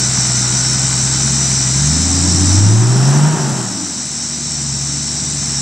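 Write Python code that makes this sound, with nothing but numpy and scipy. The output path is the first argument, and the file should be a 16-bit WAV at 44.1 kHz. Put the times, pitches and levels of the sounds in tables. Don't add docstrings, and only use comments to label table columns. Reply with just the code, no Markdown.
import sys
import numpy as np
from scipy import signal
from scipy.fft import rfft, irfft, next_fast_len
from scipy.io import wavfile
from scipy.ndimage import uniform_filter1d, minimum_filter1d

SR = 44100
rng = np.random.default_rng(int(sys.argv[2]) if len(sys.argv) > 2 else 0)


def transcribe(u):
    v = np.clip(np.atleast_2d(u).T, -1, 1)
    q = np.round(v * 32767).astype(np.int16)
    wavfile.write(sys.argv[1], SR, q)


N = 247401
LEFT_RIGHT = np.array([[1], [-1]])


def from_db(db):
    return 10 ** (np.asarray(db) / 20)


def rms_one(x):
    return x / np.sqrt(np.mean(x ** 2) + 1e-20)


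def in_time(rows):
    time_s, value = np.transpose(rows)
    return np.interp(np.arange(N) / SR, time_s, value)


def at_hz(points, hz):
    known_hz, value = np.transpose(points)
    return np.interp(np.log(hz + 1e-3), np.log(known_hz), value)


def colour(x, spectrum):
    size = next_fast_len(N + 4096)
    gain = from_db(at_hz(spectrum, np.fft.rfftfreq(size, 1 / SR)))
    return rms_one(irfft(rfft(x, size) * gain, size)[..., :N])


def drift(rate):
    pole = np.exp(-80 * np.pi * rate / SR)
    noise = rng.standard_normal(N // 40 + 2002)
    slow = signal.lfilter([1], [1, -2 * pole, pole * pole], noise)[2000:]
    return np.interp(np.arange(N) / 40, np.arange(len(slow)), rms_one(slow))


def air(width):
    common = rng.standard_normal(N)
    opposed = rng.standard_normal(N) * LEFT_RIGHT
    return common + width * opposed


def pan(db):
    return from_db(LEFT_RIGHT * db / 2)


def spread(x, firing_hz, idle_lead, lead):
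    phase = np.interp(firing_hz, [73, 92], [idle_lead, lead])
    analytic = signal.hilbert(x, next_fast_len(N))[..., :N]
    return np.real(analytic * np.exp(-.5j * phase * LEFT_RIGHT))


def turns_of(hz):
    return np.cumsum(hz) / SR


def tone(turns, rough=0, rate=1):
    flutter = 1 + rough * (drift(rate) + 1j * drift(rate)) if rough else 1
    return rms_one(np.real(flutter * np.exp(2j * np.pi * turns)))


# freq_hz [Hz], gain_db [dB]
UNDERBODY = [(100, -3), (210, 0), (280, 3.5), (400, -2), (450, -15), (560, -9), (760, -6), (900, 9),
             (1400, -18)]


def lines(base_hz, table, rough, rate):
    turns = turns_of(base_hz)
    total = 0
    for multiple, db in table:
        k = round(multiple)
        gain = from_db(db + at_hz(UNDERBODY, k * base_hz))
        total = total + gain * tone(k * turns, rough, rate)
    return total


def firings(turns, decay, scatter_db, between):
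    count = turns.astype(int)
    strength = from_db(scatter_db * rng.standard_normal(2000))
    return rms_one(between + strength[count] * np.exp(-(turns - count) / decay))


# freq_hz [Hz], level_db [dB at idle load]
PIPE = [(62, -35), (68, -29.5), (76, -24.5), (86, -23.5), (105, -19), (130, -21), (150, -19), (168, -32.5),
        (185, -32), (215, -38), (250, -48), (300, -42)]
IDLE_HZ = 64.6
RUMBLE_DB, RUMBLE_DB_PER_OCTAVE, RUMBLE_FOLLOWS_LOAD = -26, 10, 0.14
BAY_DB, BAY_KNEE_HZ, BAY_DB_PER_OCTAVE = -27.5, 85.7, 15
TAILPIPE_FADE_DB_PER_S, BAY_FADE_DB_PER_S = 0.17, 0.7


def engine_levels(firing_hz, load_db):
    s = np.arange(N) / SR
    boom_db = load_db + at_hz(PIPE, firing_hz)
    octave_db = load_db + at_hz(PIPE, 2 * firing_hz)
    speed_db = RUMBLE_DB_PER_OCTAVE * np.log2(firing_hz / IDLE_HZ)
    rumble_db = RUMBLE_DB + speed_db + RUMBLE_FOLLOWS_LOAD * load_db
    octaves_above_knee = np.maximum(np.log2(firing_hz / BAY_KNEE_HZ), 0)
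    bay_db = BAY_DB + BAY_DB_PER_OCTAVE * octaves_above_knee
    return boom_db, octave_db, rumble_db - TAILPIPE_FADE_DB_PER_S * s, bay_db - BAY_FADE_DB_PER_S * s


# multiple [of the six-firing cycle rate], level_db [relative dB]
UNEVEN = [(8, -11), (9, -9.5), (10, -9), (14, -17.5), (15, -15.5), (16, -7.5), (18, -16.5), (22, -19),
          (24, -16.5)]
# freq_hz [Hz], level_db [relative dB per Hz]
RUMBLE = [(25, -43), (50, -29), (80, -13.5), (130, 1.5), (185, 4.5), (250, -3.5), (340, -4.5), (400, -11),
          (480, -25.5), (700, -60)]


def exhaust(firing_hz, boom_db, octave_db, rumble_db):
    turns = turns_of(firing_hz)
    boom = from_db(boom_db) * tone(turns) + from_db(octave_db) * tone(2 * turns)
    uneven = lines(firing_hz / 6, UNEVEN, rough=.45, rate=6)
    bursts = firings(turns, decay=0.55, scatter_db=-0.5, between=0.44)
    puffs = colour(rng.standard_normal(N) * bursts, RUMBLE)
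    return boom + from_db(rumble_db) * (from_db(-3.0) * uneven + from_db(-1.0) * puffs)


# multiple [of the blade rate], level_db [relative dB]
BLADES = [(1, -2.5), (2, -15), (3, -28)]


def fan_tones(firing_hz, rumble_db):
    blades_per_firing = np.interp(firing_hz, [72, 88, 145], [3.26, 3.18, 3.09])
    blades = lines(firing_hz * blades_per_firing, BLADES, rough=.35, rate=10)
    return from_db(rumble_db - 3.0 - 0.042 * (firing_hz - 54)) * blades


# freq_hz [Hz], level_db [relative dB per Hz]
CLATTER = [(250, -26), (400, -4), (490, -7.5), (620, -3), (800, -1.5), (1150, -2), (1480, 1), (1750, -3.5),
           (2000, -0.5), (2250, -6), (2450, -1.5), (2650, -16), (3050, -3.5), (3400, -19), (4400, -37)]
# freq_hz [Hz], level_db [relative dB per Hz]
ROAR = [(260, -57), (450, -6.5), (515, -9.5), (595, -5.5), (670, -3.5), (878, -3), (1090, -7), (1390, -6.5),
        (1660, -9.5), (1880, -12.5), (2270, -19), (2550, -17), (3400, -19), (4420, -49), (7480, -120)]


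def engine_bay(firing_hz, turns, bay_db, takeover_hz=92):
    fan_share = 1 / (1 + (takeover_hz / firing_hz) ** 7)
    bursts = firings(turns, decay=0.34, scatter_db=3, between=1.0)
    knock = colour(air(width=0.033) * bursts, CLATTER)
    roar = colour(air(width=0.027) * from_db(0.87 * drift(22.0)), ROAR)
    knock_part = from_db(-2.28) * np.sqrt(1 - fan_share) * knock
    roar_part = from_db(0.84) * np.sqrt(fan_share) * roar
    return from_db(bay_db) * (knock_part + roar_part)


# time_s [s], level_db [relative dB]
WHINE = [(0, -42), (.6, -36.5), (1.2, -43), (1.5, -57), (1.8, -38), (2.1, -63)]


def gear_whine(firing_hz):
    return from_db(in_time(WHINE)) * tone(23 * turns_of(firing_hz), rough=1.2, rate=25)


# freq_hz [Hz], level_db [relative dB per Hz]
FOREST = [(40, -18), (500, -13.5), (760, -4.5), (1150, -12), (2000, -7), (2800, -7.5), (3400, -7),
          (3800, 2.5), (4400, 1), (5200, -6), (6600, -2), (8500, -11.5), (9500, -12.5), (10500, -27.5),
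          (13000, -29.5), (16000, -30)]
FOREST_DB, FOREST_PAN_DB = -26.5, 1.0


def forest_air():
    return pan(FOREST_PAN_DB) * from_db(FOREST_DB) * colour(air(width=0.12), FOREST)


# pitch_hz [Hz, before wander], level_db [relative dB]
DRONE = [(4667, -48), (4780, -44), (4888, -46), (5017, -40), (5103, -40), (5259, -35), (5329, -41),
         (5496, -31), (5550, -34), (5722, -34), (5771, -34), (5965, -30), (6223, -34), (6444, -36),
         (6691, -41)]
DRONE_DB, DRONE_PAN_DB = 4, -1


def droning_cicadas(wander=0.0010584, width=0.096):
    clock = turns_of(1 + wander * drift(2.78))
    direct = sum(from_db(db) * tone(hz * clock, rough=0.86, rate=12.7) for hz, db in DRONE)
    scattered = sum(from_db(db) * tone(hz * clock, rough=2.8, rate=9) for hz, db in DRONE)
    return pan(DRONE_PAN_DB) * from_db(DRONE_DB) * (direct + width * scattered * LEFT_RIGHT)


# freq_hz [Hz], level_db [relative dB per Hz]
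RASP = [(6000, -45), (6500, -12), (6750, -7), (7000, -2), (7550, 2.5), (8000, 1), (8400, -6), (8800, -13),
        (9200, -49), (9650, -35), (10400, -43), (12000, -72)]
RASP_HZ = 81.9
RASP_DB, RASP_ECHO_DB, RASP_PAN_DB = -23.5, -21.5, 3


def rasping_cicada(pair_gap_s=.00165, jitter_s=.00005, scatter_db=2.0):
    pull_turns = turns_of(RASP_HZ * (1 + .003 * drift(2)))
    pulls = np.flatnonzero(np.diff(np.floor(pull_turns)))
    clicks = np.zeros(N)
    for delay in (0, pair_gap_s):
        chance = rng.uniform(-1, 1, (600, 2))[:len(pulls)]
        at = pulls + (delay + jitter_s * chance[:, 0]) * SR
        clicks[np.clip(at, 0, N - 1).astype(int)] = from_db(scatter_db * chance[:, 1])
    direct = from_db(RASP_DB) * colour(clicks, RASP)
    hiss = from_db(RASP_ECHO_DB) * colour(air(width=0.24), RASP)
    return pan(RASP_PAN_DB) * (direct + hiss)


# freq_hz [Hz], level_db [relative dB per Hz]
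GRIT = [(300, 8.5), (1000, -22), (3000, -16), (6000, 3), (9000, -7), (12000, -14.5), (16000, -37)]
ROLL_DB, SPIN_DB = -54, -27.5
SPIN_START_S, SPIN_ATTACK_S, SPIN_HOLD_S, SPIN_RELEASE_S = 2.6, 0.46, .4, 0.51


def tyres(grains_per_s=5000):
    corners_s = np.cumsum([SPIN_START_S, SPIN_ATTACK_S, SPIN_HOLD_S, SPIN_RELEASE_S])
    spin = np.interp(np.arange(N) / SR, corners_s, [0, 1, 1, 0])
    struck = rng.random(N) < grains_per_s / SR
    grains = struck * from_db(3.84 * np.minimum(rng.exponential(1, N), 4))
    return (from_db(ROLL_DB) + from_db(SPIN_DB) * spin) * colour(grains * air(width=0.038), GRIT)


# time_s [s], firing_hz [Hz]
SPEED = [(0.0, 63.56), (0.2, 64.07), (0.41, 61.8), (0.8, 65.46), (0.98, 64.07), (1.34, 68.15), (1.69, 63.8),
         (2.05, 84.03), (2.5, 91.93), (3.19, 145.6), (3.31, 154.2), (3.55, 132), (3.94, 80.6), (4.11, 70.3),
         (4.4, 73.58), (4.72, 68.53), (5.2, 73.1), (5.61, 68.2)]
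# time_s [s], load_db [dB re idle]
LOAD = [(0, -1), (1.65, 1), (1.85, 4), (2.35, 6.5), (2.7, 14.5), (3.28, 16.5), (3.38, 6), (3.55, 7.5),
        (3.68, -6), (4.0, -12.5), (4.4, -8.5), (4.7, 1), (5.2, -5), (5.6, -1.5)]
BAY_PAN_DB = 0.8


def scene():
    firing_hz, load_db = in_time(SPEED), in_time(LOAD)
    boom_db, octave_db, rumble_db, bay_db = engine_levels(firing_hz, load_db)
    hum = exhaust(firing_hz, boom_db, octave_db, rumble_db) + fan_tones(firing_hz, rumble_db)
    bay = engine_bay(firing_hz, turns_of(firing_hz), bay_db) + gear_whine(firing_hz)
    truck = spread(hum, firing_hz, idle_lead=0.074, lead=0.47)
    truck = truck + spread(pan(BAY_PAN_DB) * bay, firing_hz, idle_lead=0.3, lead=0.25)
    forest = forest_air() + droning_cicadas() + rasping_cicada()
    return truck + forest + tyres()


def gain_control(x, ceiling_db=-9.0, attack_s=0.061, release_db_per_s=2.0):
    power = uniform_filter1d(np.mean(x ** 2, axis=0), size=1500)
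    level_db = 10 * np.log10(power + 1e-12)
    ramp_db = release_db_per_s * np.arange(N) / SR
    cut_db = np.maximum.accumulate(np.maximum(level_db - ceiling_db, 0) + ramp_db) - ramp_db
    pole = np.exp(-1 / (attack_s * SR))
    return x * from_db(-signal.lfilter([1 - pole], [1, -pole], cut_db))


def limiter(x):
    allowed = .97 / np.maximum(np.abs(x).max(axis=0), .97)
    return x * uniform_filter1d(minimum_filter1d(allowed, size=601), size=601)


LOW_CUT_HZ, TOP_CUT_HZ = 19, 15750


def record(dry):
    low_cut = signal.butter(2, LOW_CUT_HZ, "high", fs=SR, output="sos")
    top_cut = signal.ellip(10, .1, 80, TOP_CUT_HZ, fs=SR, output="sos")
    levelled = signal.sosfilt(low_cut, gain_control(dry))
    return signal.sosfilt(top_cut, limiter(levelled))


dry = scene()
out = record(dry)
transcribe(out)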